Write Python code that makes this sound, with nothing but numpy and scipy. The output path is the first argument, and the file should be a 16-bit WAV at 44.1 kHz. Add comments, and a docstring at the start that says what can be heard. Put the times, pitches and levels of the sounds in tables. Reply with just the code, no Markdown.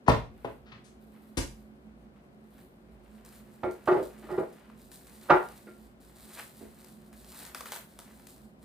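"""Refrigerator door, platter and cling film

A small home kitchen: a refrigerator door knocks and shuts, blows exciting its modes and a broad crack.
A platter is set down and dragged on a wooden table, whose top rings as damped modes under rim clatter.
Cling film is picked at and peeled: tiny random creases make its rustle, noise bursts its snaps; an apron
brushes too. Room air and a refrigerator drone, noise-driven resonances, lie below it all."""
import sys
import numpy as np
from scipy import signal
from scipy.fft import rfft, irfft, next_fast_len
from scipy.io import wavfile

SR = 44100
rng = np.random.default_rng(int(sys.argv[2]) if len(sys.argv) > 2 else 0)


def put_to_file(sound):
    """Save the sound as 16-bit audio at rate SR, in the file named by the first command-line argument."""
    columns = np.atleast_2d(sound).T  # one column per channel
    safe = np.clip(columns, -1, 1)
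    whole_steps = np.round(safe * 32767)
    wavfile.write(sys.argv[1], SR, whole_steps.astype(np.int16))


N = 381024   # length in samples

# Edges of the half-octave noise bands. Each entry: frequency in Hz.
BAND_EDGES = 25 * 2 ** np.arange(0, 9.6, .5)
# Film snapping free. Each row: start in seconds, peak level of the tick in dB, body in dB relative to
# the tick, left-right balance in dB (positive is left), level of the crackle that follows in dB.
FILM_SNAPS = [(2.58, -55, 1, 0, -66), (3.15, -61, 7, 2, -65), (3.249, -43, -10.5, 2, -49),
              (3.323, -50, -5.5, 0, -51), (3.519, -58, -15, -4, -66), (3.71, -48, -5, 11, -51),
              (3.856, -52, -2, 0, -47.5), (4.027, -51, -23, -2, -48), (4.1785, -56, -16, -1, -55),
              (4.526, -56, -24, 10, -55), (4.699, -59, 14.5, 2, -88), (4.9155, -40, -13, 7, -43.5),
              (5.068, -47.5, -13, -11, -52), (5.212, -48, -11, 3.5, -53), (5.4862, -42, -12, 2, -56),
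              (5.555, -61, -25, -20, -53), (6, -66.5, -12, -6.5, -57), (6.845, -43.5, -13, 10, -61),
              (7.1284, -46, -5, 2, -54), (7.245, -43, -24, -2, -55), (7.319, -41, -10, 4, -67),
              (7.38, -54, -16.5, 2, -64), (7.4, -44, -14, 0, -61), (7.4216, -42.5, -6, -11, -46),
              (7.451, -35, -20, 3, -62), (7.5466, -25, -6.5, 3.5, -37), (7.6069, -31.5, -3, 3, -49),
              (7.657, -33, -1.5, 5, -42), (7.708, -48, -12, 1, -60), (7.7194, -28.5, -4.5, 2, -38.5),
              (7.76, -33, -1.5, 2, -46.5), (7.989, -34.5, -7, 2, -49), (8.196, -50.5, -2, 4, -77),
              (8.269, -38.5, -16, 6, -49.5), (8.362, -52, -11, 3, -56.5)]
# Platter on the table. Each row: start in seconds, centre in Hz of the modes struck hardest, peak level
# of the ring in dB, peak level of the clatter in dB, hardness in dB per octave, seconds until the platter
# settles, slips in dB relative to unit contact force, left-right balance in dB (positive is left),
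# boost of the top's main ring in dB, boost of the treble in dB.
PLATTER_KNOCKS = [(3.632, 2250, -19.5, -23, -6, 0.066, -12, -3, -5, 2.5),
                  (3.729, 700, -49, -44, -16, 0.02, -15, -5, 3, 3),
                  (3.874, 1900, -13, -16.5, -1, 0.12, -15, -2.5, -1, -5.5),
                  (3.914, 1250, -20, -24.5, -6.5, 0.09, -9, -4.5, 5, -10),
                  (3.961, 1400, -24.5, -35, -6.5, 0.062, -29, 3, 0, -10),
                  (3.998, 1250, -28, -28.5, -15, 0.042, -10, -5, 9, -2),
                  (4.188, 2700, -40.5, -50, -10, 0.28, 10, -3, 5, 11),
                  (4.226, 1900, -44.5, -54, -1, 0.053, -5, 3, -2, 1),
                  (4.287, 1400, -35, -35.5, -4.5, 0.039, -8, 2, -7, 6),
                  (4.302, 1900, -28, -35, -6, 0.054, 3, -5.5, -0.5, 4),
                  (4.375, 1300, -20, -19.5, -7.5, 0.064, -13, 1.5, -5.5, 7),
                  (5.286, 1000, -26, -33, 2, 0.028, -8, -2.5, -12, -5),
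                  (5.297, 1200, -10, -8, 5, 0.09, -20, -1, 2, -2.5),
                  (5.301, 2420, -7.5, -12, 1.5, 0.071, -30, -3.5, -1.5, -10.5),
                  (5.667, 1400, -39, -52.5, 1.5, 0.042, -18.5, -2, 13, 9),
                  (6.61, 500, -57.5, -40, -18, 0.032, -6, -2, -5.5, -1.5)]


def amp(db):
    """Logarithmic level: decibels to amplitude gain."""
    return 10 ** (np.asarray(db) / 20)


def rms_one(x):
    """Power normalisation: scaled to rms 1."""
    return x / np.sqrt(np.mean(x ** 2) + 1e-20)


def at_hz(points, hz):
    """Interpolation of a spectrum table on a logarithmic frequency axis."""
    table_hz, values = np.array(points).T
    return np.interp(np.log(hz), np.log(table_hz), values)


def band(x, low_hz, high_hz):
    """Band-pass filtering: second-order Butterworth slopes."""
    return signal.sosfilt(signal.butter(2, [low_hz, high_hz], "band", fs=SR, output="sos"), x + 1e-18)


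def colour(x, spectrum):
    """Spectral shaping: a white input is weighted bin by bin in the frequency domain."""
    size = next_fast_len(len(x))
    hz = np.maximum(np.arange(size // 2 + 1) * SR / size, 1)
    return irfft(rfft(x, size) * amp(at_hz(spectrum, hz)), size)[:len(x)]


def sides(pan_db):
    """Intensity stereo: left and right gains that differ by pan_db."""
    return amp(np.array([[.5], [-.5]]) * pan_db)


def drift(rate):
    """Random modulation: straight lines between normal draws, rate of them a second (at most 40)."""
    knots = rng.standard_normal(int(N / SR * 40) + 2)
    return np.interp(np.arange(N) / SR * min(rate, 40), np.arange(len(knots)), knots)


def ring(force, hz, t60):
    """Damped resonator: a unit click rings as a cosine of height 1; little passes far below its pitch."""
    radius = amp(-60 / (max(t60, .005) * SR))
    w = 2 * np.pi * hz / SR
    return signal.lfilter([.5, 0, -.5], [1, -2 * radius * np.cos(w), radius * radius], force)


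def add(out, sound, s, peak_db, pan_db):
    """Superposition: lays a sound in at its time, peak level and place."""
    i = round(s * SR)
    piece = sides(pan_db) * amp(peak_db) * sound / np.abs(sound).max()
    out[:, i:i + len(sound)] += piece[:, :N - i]


def stereo_bands(size, gain, likeness):
    """Interchannel correlation: half-octave noise bands, each mixing a common and an opposed signal."""
    out = 0
    white = rng.standard_normal((2, 2, size))   # neighbouring bands use different noise
    for k, (low, high) in enumerate(zip(BAND_EDGES, BAND_EDGES[1:])):
        mid, side = band(white[k % 2], low, high)
        hz = np.sqrt(low * high)
        alike = np.clip(at_hz(likeness, hz), -1, 1)
        stereo = np.sqrt(1 + alike) * mid + np.sqrt(1 - alike) * side * [[1], [-1]]
        out = out + gain(hz) * stereo
    return out


def floor():
    """Broadband noise and noise-driven resonance: uneven room air and the refrigerator's wavering drone."""
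    # Spectrum of the room air. Each row: frequency in Hz, relative density in dB per Hz.
    air_spectrum = [(15, -55), (25, -32), (48, -20), (70, 1.5), (101, -39.5), (211, -8), (242, -8),
                    (366, -28), (471, -15), (779, -19.5), (835, -24.5), (1070, -23), (6000, -48),
                    (7800, -71.5), (13200, -120)]
    # Likeness of the two sides of the air. Each row: frequency in Hz, correlation.
    air_likeness = [(60, 1), (180, 0.88), (550, 0.45), (1650, -0.85), (4970, -1.7), (15000, -0.3)]
    # Lean of the air. Each row: frequency in Hz, left-right balance in dB (positive is left).
    air_lean = [(60, 3), (180, 1), (550, 2), (1650, 3.5), (4970, 5), (15000, -12)]
    # Resonances stirred by the drone. Each row: frequency in Hz, width in Hz, rms level in dB,
    # left-right balance in dB (positive is left).
    drone_resonances = [(56.84, 1.7, -65.5, -7), (132.1, 22, -66.5, -4), (170, 4.6, -69, 3.5),
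                        (215.25, 4.6, -59, -5), (364, 22, -65.5, -3.5)]
    air_rms_db = -59

    def air_gain(hz):
        """Amplitude modulation: one band's level wanders slightly."""
        return amp(at_hz(air_spectrum, hz) + 0.47 * drift(8.1)) * sides(at_hz(air_lean, hz))

    out = amp(air_rms_db) * rms_one(stereo_bands(N, air_gain, air_likeness))
    for hz, width, db, pan_db in drone_resonances:
        t60 = np.log(1000) / (np.pi * width)
        hum = ring(rng.standard_normal(N), hz, t60)
        out = out + sides(pan_db) * amp(db) * rms_one(hum)
    return out


def door():
    """Modal excitation: a smooth push drives the low modes, ragged contact the middle ones and a crack."""
    # Door blows. Each row: start in seconds, peak of the middle modes in dB, peak of the low modes in dB,
    # peak of the crack in dB, crack tilt in dB per octave, crack bottom in Hz, crack top in Hz, contact
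    # time scale in seconds, push time scale in seconds, shaking as a share of contact noise,
    # left-right balance in dB (positive is left), boost of the deepest mode in dB.
    blows = [(0.062, -56, -60, -35.5, -2.5, 400, 6030, 0.036, 0.002, 0.0092, 12, -1),
             (0.079, -5.5, -10, -21.5, -11, 384, 5050, 0.022, 0.00064, 0.02, 7.5, 15),
             (0.093, -19, -21, -14, -1.5, 414, 5200, 0.016, 0.0023, 0.012, 9.5, 12),
             (0.114, -37, -23.5, -28, 1, 297, 4000, 0.012, 0.0022, 0.022, 6, 1),
             (0.444, -27, -38.5, -27.5, -3.5, 292.4, 4500, 0.019, 0.00085, 0.037, 5, 4),
             (0.656, -62, -63, -50, 0, 880, 5160, 0.062, 0.0039, 0.052, 6, -5),
             (0.717, -74, -50, -39.5, 1, 870, 4340, 0.017, 0.002, 0.08, 8.5, -7),
             (0.839, -73, -69, -52.5, 3, 1490, 12800, 0.049, 0.0022, 0.088, 9.5, 24),
             (1.37, -70, -22.5, -20, 2.5, 150, 14200, 0.026, 0.0018, 0.0092, 9, 25.5)]
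    # Modes of door and cabinet. Each row: frequency in Hz, relative level in dB, decay t60 in seconds.
    modes = [(50.4, 2, 0.058), (73.65, -4.5, 0.9), (124, 12.5, 0.14), (154, 15, 0.06), (196, 10.5, 0.07),
             (248, 11, 0.076), (427, -3.5, 0.11), (527, -2.5, 0.067), (670, 6, 0.099), (806, 9.5, 0.04),
             (964, 15, 0.033), (1077, 12.5, 0.024), (1299, 1.5, 0.067), (1452, -1.5, 0.03),
             (1800, -4, 0.045), (1940, -31, 0.061), (2770, -24, 0.047), (4830, -24, 0.031)]
    # Crack of latch, seal and shelves. Each row: frequency in Hz, relative density in dB per Hz.
    crack_spectrum = [(120, 21.5), (330, 21), (700, 11), (1500, 5), (3000, -0.5), (4600, -2), (6300, -3),
                      (9000, -5.5), (13000, -16), (15800, -29.5)]
    latch_strength = 8.5   # sharp blow of the latch against the ragged contact

    out, panel = np.zeros((2, N)), np.zeros((2, N))
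    t = np.arange(SR // 2) / SR
    latch = latch_strength * (np.arange(len(t)) == 80)   # a single click, in samples after the start
    for (s, knock_db, push_db, crack_db, tilt_db, low_hz, top_hz,
         contact, push, shake, pan_db, deep_db) in blows:
        force = rng.standard_normal(len(t)) * t / contact * np.exp(-3 * t / contact)
        # jars on the shelves
        shaking = rng.standard_normal(len(t)) * np.clip(t / contact, 0, 1) * np.exp(-t / 0.036)
        ragged = force + shake * shaking
        shove = np.exp(-((t - .007) / push) ** 2)   # a longer push leaves out the higher of the low modes
        lows, mids = 0, 0
        for k, (hz, db, t60) in enumerate(modes):
            if hz < 300:
                lows = lows + amp(db + deep_db * (hz < 60)) * ring(shove, hz, t60)
            else:   # the latch drives neighbouring modes with opposite sign
                mids = mids + amp(db) * ring(ragged + (-1) ** k * latch, hz, t60)
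        crack = colour(ragged, [(hz, db + tilt_db * np.log2(hz)) for hz, db in crack_spectrum])
        crack = band(band(crack, low_hz, top_hz), low_hz, top_hz)
        add(out, lows, s, push_db, pan_db - 14.5)   # the low modes lie further right
        add(panel, mids, s, knock_db, pan_db)
        add(out, crack, s, crack_db, pan_db)
    return out, panel


def brush(t, s, swell, hold, db):
    """Power envelope: a brush swells, holds and fades exponentially."""
    swell_db, fade_db_per_s = 18, 178
    early = np.maximum(s + swell - t, 0)
    late = np.maximum(t - s - swell - hold, 0)
    return amp(db - swell_db * early / swell - fade_db_per_s * late) ** 2


def crackle(t, s, db):
    """Power envelope: a crackle starts quickly, holds and fades exponentially."""
    rise_s, hold_s, fade_db_per_s = 0.0097, 0.0028, 205.5
    late = np.maximum(t - s - hold_s, 0)
    return np.clip((t - s) / rise_s, 0, 1) * amp(db - fade_db_per_s * late) ** 2


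def rustle():
    """Shot noise: thousands of tiny creases a second, clumped and uneven in size, form film and cloth."""
    # Hands working at the film. Each row: time in seconds, treble level in dB, middle relative to it in dB.
    handling = [(2.9, -78, -3), (3.05, -69.5, -1), (3.331, -69.5, 0), (3.48, -67.5, -6), (4.30, -59, -0.5),
                (4.66, -67, 0.5), (4.731, -72, 5), (4.80, -58, -12), (4.88, -62, -10), (5.45, -56, -5),
                (5.869, -64, -12.5), (5.95, -77.5, -0.5), (6.159, -55, -11.5), (6.29, -50, -14.5),
                (6.394, -42.5, -5.5), (6.47, -57, -11), (6.821, -56.5, -11), (7.11, -65.5, -10),
                (7.299, -52, -10.5), (7.46, -48, -8.5), (7.52, -57, -4.5), (7.7, -61, -15),
                (7.80, -72, -17), (7.92, -61.5, -6), (8.1, -56.5, -7.5), (8.401, -65, -15.5),
                (8.569, -80.5, -22.5), (8.64, -53, -9)]
    # The apron brushing as the cook turns. 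Each row: start in seconds, swell in seconds, hold in seconds,
    # cloth level in dB, middle relative to it in dB.
    apron_brushes = [(0.328, 0.046, 0.11, -73.5, 3.5), (0.45, 0.022, 0.022, -64.5, -23),
                     (0.978, 0.029, 0.61, -72, -9), (1.104, 0.031, 0.022, -83, 15),
                     (1.86, 0.02, 0.0089, -95.5, 22.5), (2.142, 0.025, .01, -95.5, 23),
                     (2.432, 0.072, 0.14, -66.5, -7), (2.858, 0.026, 0.018, -82.5, 9.5)]
    # Spectrum of the film. Each row: frequency in Hz, relative density in dB per Hz.
    film_spectrum = [(1200, -27.5), (2000, -19.5), (4000, -1), (6000, -8.5), (8500, 0), (12000, -4),
                     (15800, 3.5)]
    # Spectrum of the apron. Each row: frequency in Hz, relative density in dB per Hz.
    apron_spectrum = [(1200, -35), (4000, -4.5), (6000, -19), (8500, -7.5), (12000, -2.5), (15800, 0.5)]
    crackle_middle_db = -4.5   # added to the crackle's level and to any negative body level of the snap
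    # level after a full-scale knock; share of the knock's dB added to it; delay after the knock
    knock_crackle_db, knock_share, knock_delay_s = -54.5, 0.21, 0.01
    crease_spread_db, flicker_db = 4.1, 1.8   # unevenness of single creases; from moment to moment

    s, treble_db, middle_db = np.transpose(handling)
    t = np.arange(N // 32 + 2) * 32 / SR   # envelopes are computed every 32 samples
    treble = amp(np.interp(t, s, treble_db)) ** 2
    middle = treble * amp(np.interp(t, s, middle_db)) ** 2
    cloth = 0
    for s, swell, hold, db, middle_db in apron_brushes:
        cloth = cloth + brush(t, s, swell, hold, db)
        middle = middle + brush(t, s, swell, hold, db + middle_db)
    for s, _, body_db, _, db in FILM_SNAPS:
        treble = treble + crackle(t, s, db)
        middle = middle + crackle(t, s, db + min(body_db, 0) + crackle_middle_db)
    for s, _, ring_db, *_ in PLATTER_KNOCKS:
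        treble = treble + crackle(t, s + knock_delay_s, knock_crackle_db + knock_share * ring_db)
    # from powers to gains, sample by sample
    treble, middle, cloth = (np.interp(np.arange(N) / SR, t, np.sqrt(p)) for p in (treble, middle, cloth))

    sizes = amp(crease_spread_db * np.minimum(rng.exponential(1, N), 5.5)) * rng.choice([-1, 1], N)
    creases_per_s = 6500 * amp(4.0 * drift(38))
    creases = sizes * (rng.random(N) < creases_per_s / SR)
    creases = creases * amp(flicker_db * drift(25))
    film = treble * rms_one(colour(creases, film_spectrum))
    apron = cloth * rms_one(colour(creases, apron_spectrum))
    # reversed creases keep the middle independent of the treble
    middles = middle * rms_one(band(creases[::-1], 480, 2300))
    return sides(.5) * (film + apron + middles)


def snaps():
    """Impulsive release: a broad noise tick with a short fizz behind it, and a duller body."""
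    out = np.zeros((2, N))
    t = np.arange(SR // 10) / SR
    tick = t / 0.0005 * np.exp(1 - t / 0.001)
    fizz = 0.4 * np.clip(t / 0.0012, 0, 1) * np.exp(-t / 0.006)
    body_tail = 0.72 * np.clip(t / 0.0031, 0, 1) * np.exp(-t / 0.012)
    for s, peak_db, body_db, pan_db, _ in FILM_SNAPS:
        burst = rng.standard_normal(len(t)) * (tick + fizz)
        add(out, band(burst, 2500, 17000), s, peak_db, pan_db)
        body = rng.standard_normal(len(t)) * (tick + body_tail)
        add(out, band(body, 420, 1600), s, peak_db + body_db, pan_db)
    return out


def table():
    """Modal synthesis: blow, rattle and slips drive the top, damped by the platter's weight as it settles."""
    # Modes of the table top. Each row: frequency in Hz, relative level in dB, decay t60 in seconds.
    modes = [(73.3, -21.5, 0.087), (157.8, -9, 0.097), (232, -15, 0.032), (324.8, -2.5, 0.25),
             (362.6, 4.5, 0.61), (401, -4.5, 0.17), (522, -11, 0.16), (596, -0.5, 0.098), (642, -3.5, 0.29),
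             (727, -7.5, 0.3), (833.4, -3, 0.14), (909, -11.5, 0.06), (1067, -9, .1), (1110, -7, 0.077),
             (1219, 0, 0.085), (1388, -2, 0.1002), (1800, -15, 0.097), (1900, -13, 0.12), (2020, -17, 0.2),
             (2188, -15.5, 0.14), (2250, -19, 0.12), (2387, -22, 0.25), (2650, -26, .1),
             (2700, -32.5, 0.16), (3200, -34, .12), (3750, -30, .2), (4243, -45.5, .08),
             (4910, -38.5, 0.085)]
    # Clatter of the platter rim on wood. Each row: frequency in Hz, relative density in dB per Hz.
    clatter_spectrum = [(60, -8.5), (200, -11), (400, 12.5), (900, 7.5), (1450, 0), (1750, -5),
                        (2500, -22.5), (4000, -36), (5500, -70), (15800, -57.5)]
    # strength of the blow, spread of its arrival, its length in cycles of a mode
    blow_strength, blow_spread_s, blow_cycles = 13.6, 0.0055, 0.41
    deep_settle_db_per_s, high_settle_db_per_s = 900, 253   # extra damping once settled
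    near_lift_db, near_octaves = 9, .13   # lift of the modes struck hardest, and its width
    mode_spread_db = 1.5   # each blow strikes the modes a little differently
    # the rocking platter makes the deep ring and clatter flutter: depth, time between changes
    rocking_db, rocking_s = 2.5, .012

    rings, clatters = np.zeros((2, N)), np.zeros((2, N))
    t = np.arange(SR // 4) / SR
    for (s, near_hz, ring_db, clatter_db, hard_db, settle,
         slips_db, pan_db, main_db, treble_db) in PLATTER_KNOCKS:
        grit = rng.standard_normal((len(modes) + 1, len(t)))   # each mode feels its own patch of contact
        force = t / 0.0016 * np.exp(-t / 0.006) + amp(slips_db) * (t < settle)
        settled = np.maximum(t - settle, 0)
        rocking = rocking_db * np.interp(t / rocking_s, np.arange(30), grit[-1, -30:])
        deep = amp(rocking - deep_settle_db_per_s * settled)
        high = amp(-high_settle_db_per_s * settled)

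        def struck(hz, db):
            """Spectral weighting: relative level of a partial under this blow."""
            near_db = near_lift_db * np.exp(-(np.log2(hz / near_hz) / near_octaves) ** 2)
            boost_db = main_db * (300 < hz < 450) + treble_db * (hz > 1600)
            return db + near_db + boost_db + hard_db * np.log2(max(hz, 300))

        body = 0
        for g, (hz, db, t60) in zip(grit, modes):
            arrival = .001 + abs(g[0]) * blow_spread_s   # reaches each mode at its own moment
            blow = np.exp(-((t - arrival) * hz / blow_cycles) ** 2)
            drive = force * g + blow_strength * np.sign(g[1]) * blow / blow.sum()
            mode = ring(drive, hz, t60)
            level = amp(struck(hz, db) + mode_spread_db * g[2])
            body = body + level * mode / np.abs(mode).max() * (deep if hz < 450 else high)
        load = 0.28 * np.clip(t / 0.0025, 0, 1) * np.exp(-t / 0.01)   # the load shakes a little longer
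        rattle = (force + load) * grit[-1]
        clatter = colour(rattle, [(hz, struck(hz, db)) for hz, db in clatter_spectrum])
        add(rings, band(body, 34, 3300), s, ring_db, pan_db)   # wood passes little treble
        add(clatters, clatter * deep, s, clatter_db, pan_db - 4.0)
    return rings, clatters


def reflections():
    """Diffuse reverberation: dense echoes build up within milliseconds and decay band by band."""
    # Decay of the room. Each row: frequency in Hz, t60 in seconds.
    room_t60 = [(60, 0.38), (250, 0.3), (1000, 0.28), (4000, 0.31), (12000, 0.32)]
    # Likeness of the two sides of the tail. Each row: frequency in Hz, correlation.
    room_likeness = [(60, 0.97), (140, 0.66), (300, 0.594), (1000, 0.053), (4000, 0.02), (12000, 0.048)]
    t = np.arange(SR // 2) / SR

    def decay(hz):
        """Exponential decay, weighted so that long bands hold no more energy than short ones."""
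        t60 = at_hz(room_t60, hz)
        return amp(-60 * t / t60) / np.sqrt(t60)

    tail = stereo_bands(len(t), decay, room_likeness)
    tail = tail * np.clip(t / 0.025, 0, 1)
    return tail / np.sqrt(np.sum(tail ** 2) / 2)


def heard(dry, lag, wet_db):
    """Interchannel delay: direct left (lag samples late) and right, and the mono share sent to the room."""
    return np.array([np.roll(dry[0], lag), dry[1], amp(wet_db) * dry.mean(axis=0)])


def scene():
    """Direct and reverberant fields: each source sends its share into the room, over the floor."""
    # Samples by which left trails right, in the order door, table, film.
    door_lag, table_lag, film_lag = [-9, 2, 1]
    slab, panel = door()
    rings, clatters = table()
    top = heard(rings, table_lag, wet_db=-7.0)
    top[2] = band(top[2], 420, 9000)   # the top's deep modes reach the room weakly
    near = heard(slab, door_lag, wet_db=-2.5) + heard(panel, door_lag, wet_db=-4.0)
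    near = near + top + heard(clatters, table_lag, wet_db=-0.5)
    near = near + heard(rustle() + snaps(), film_lag, wet_db=-5)
    reverberation = signal.fftconvolve(near[2:], reflections(), axes=1)[:, :N]
    return near[:2] + reverberation + floor()


def record(dry):
    """Band limiting: the deepest bass and the extreme treble are filtered out."""
    thin = signal.sosfilt(signal.butter(6, 41, "high", fs=SR, output="sos"), dry)
    return signal.sosfilt(signal.cheby2(12, 70, 16300, fs=SR, output="sos"), thin)


dry = scene()
out = record(dry)
put_to_file(out)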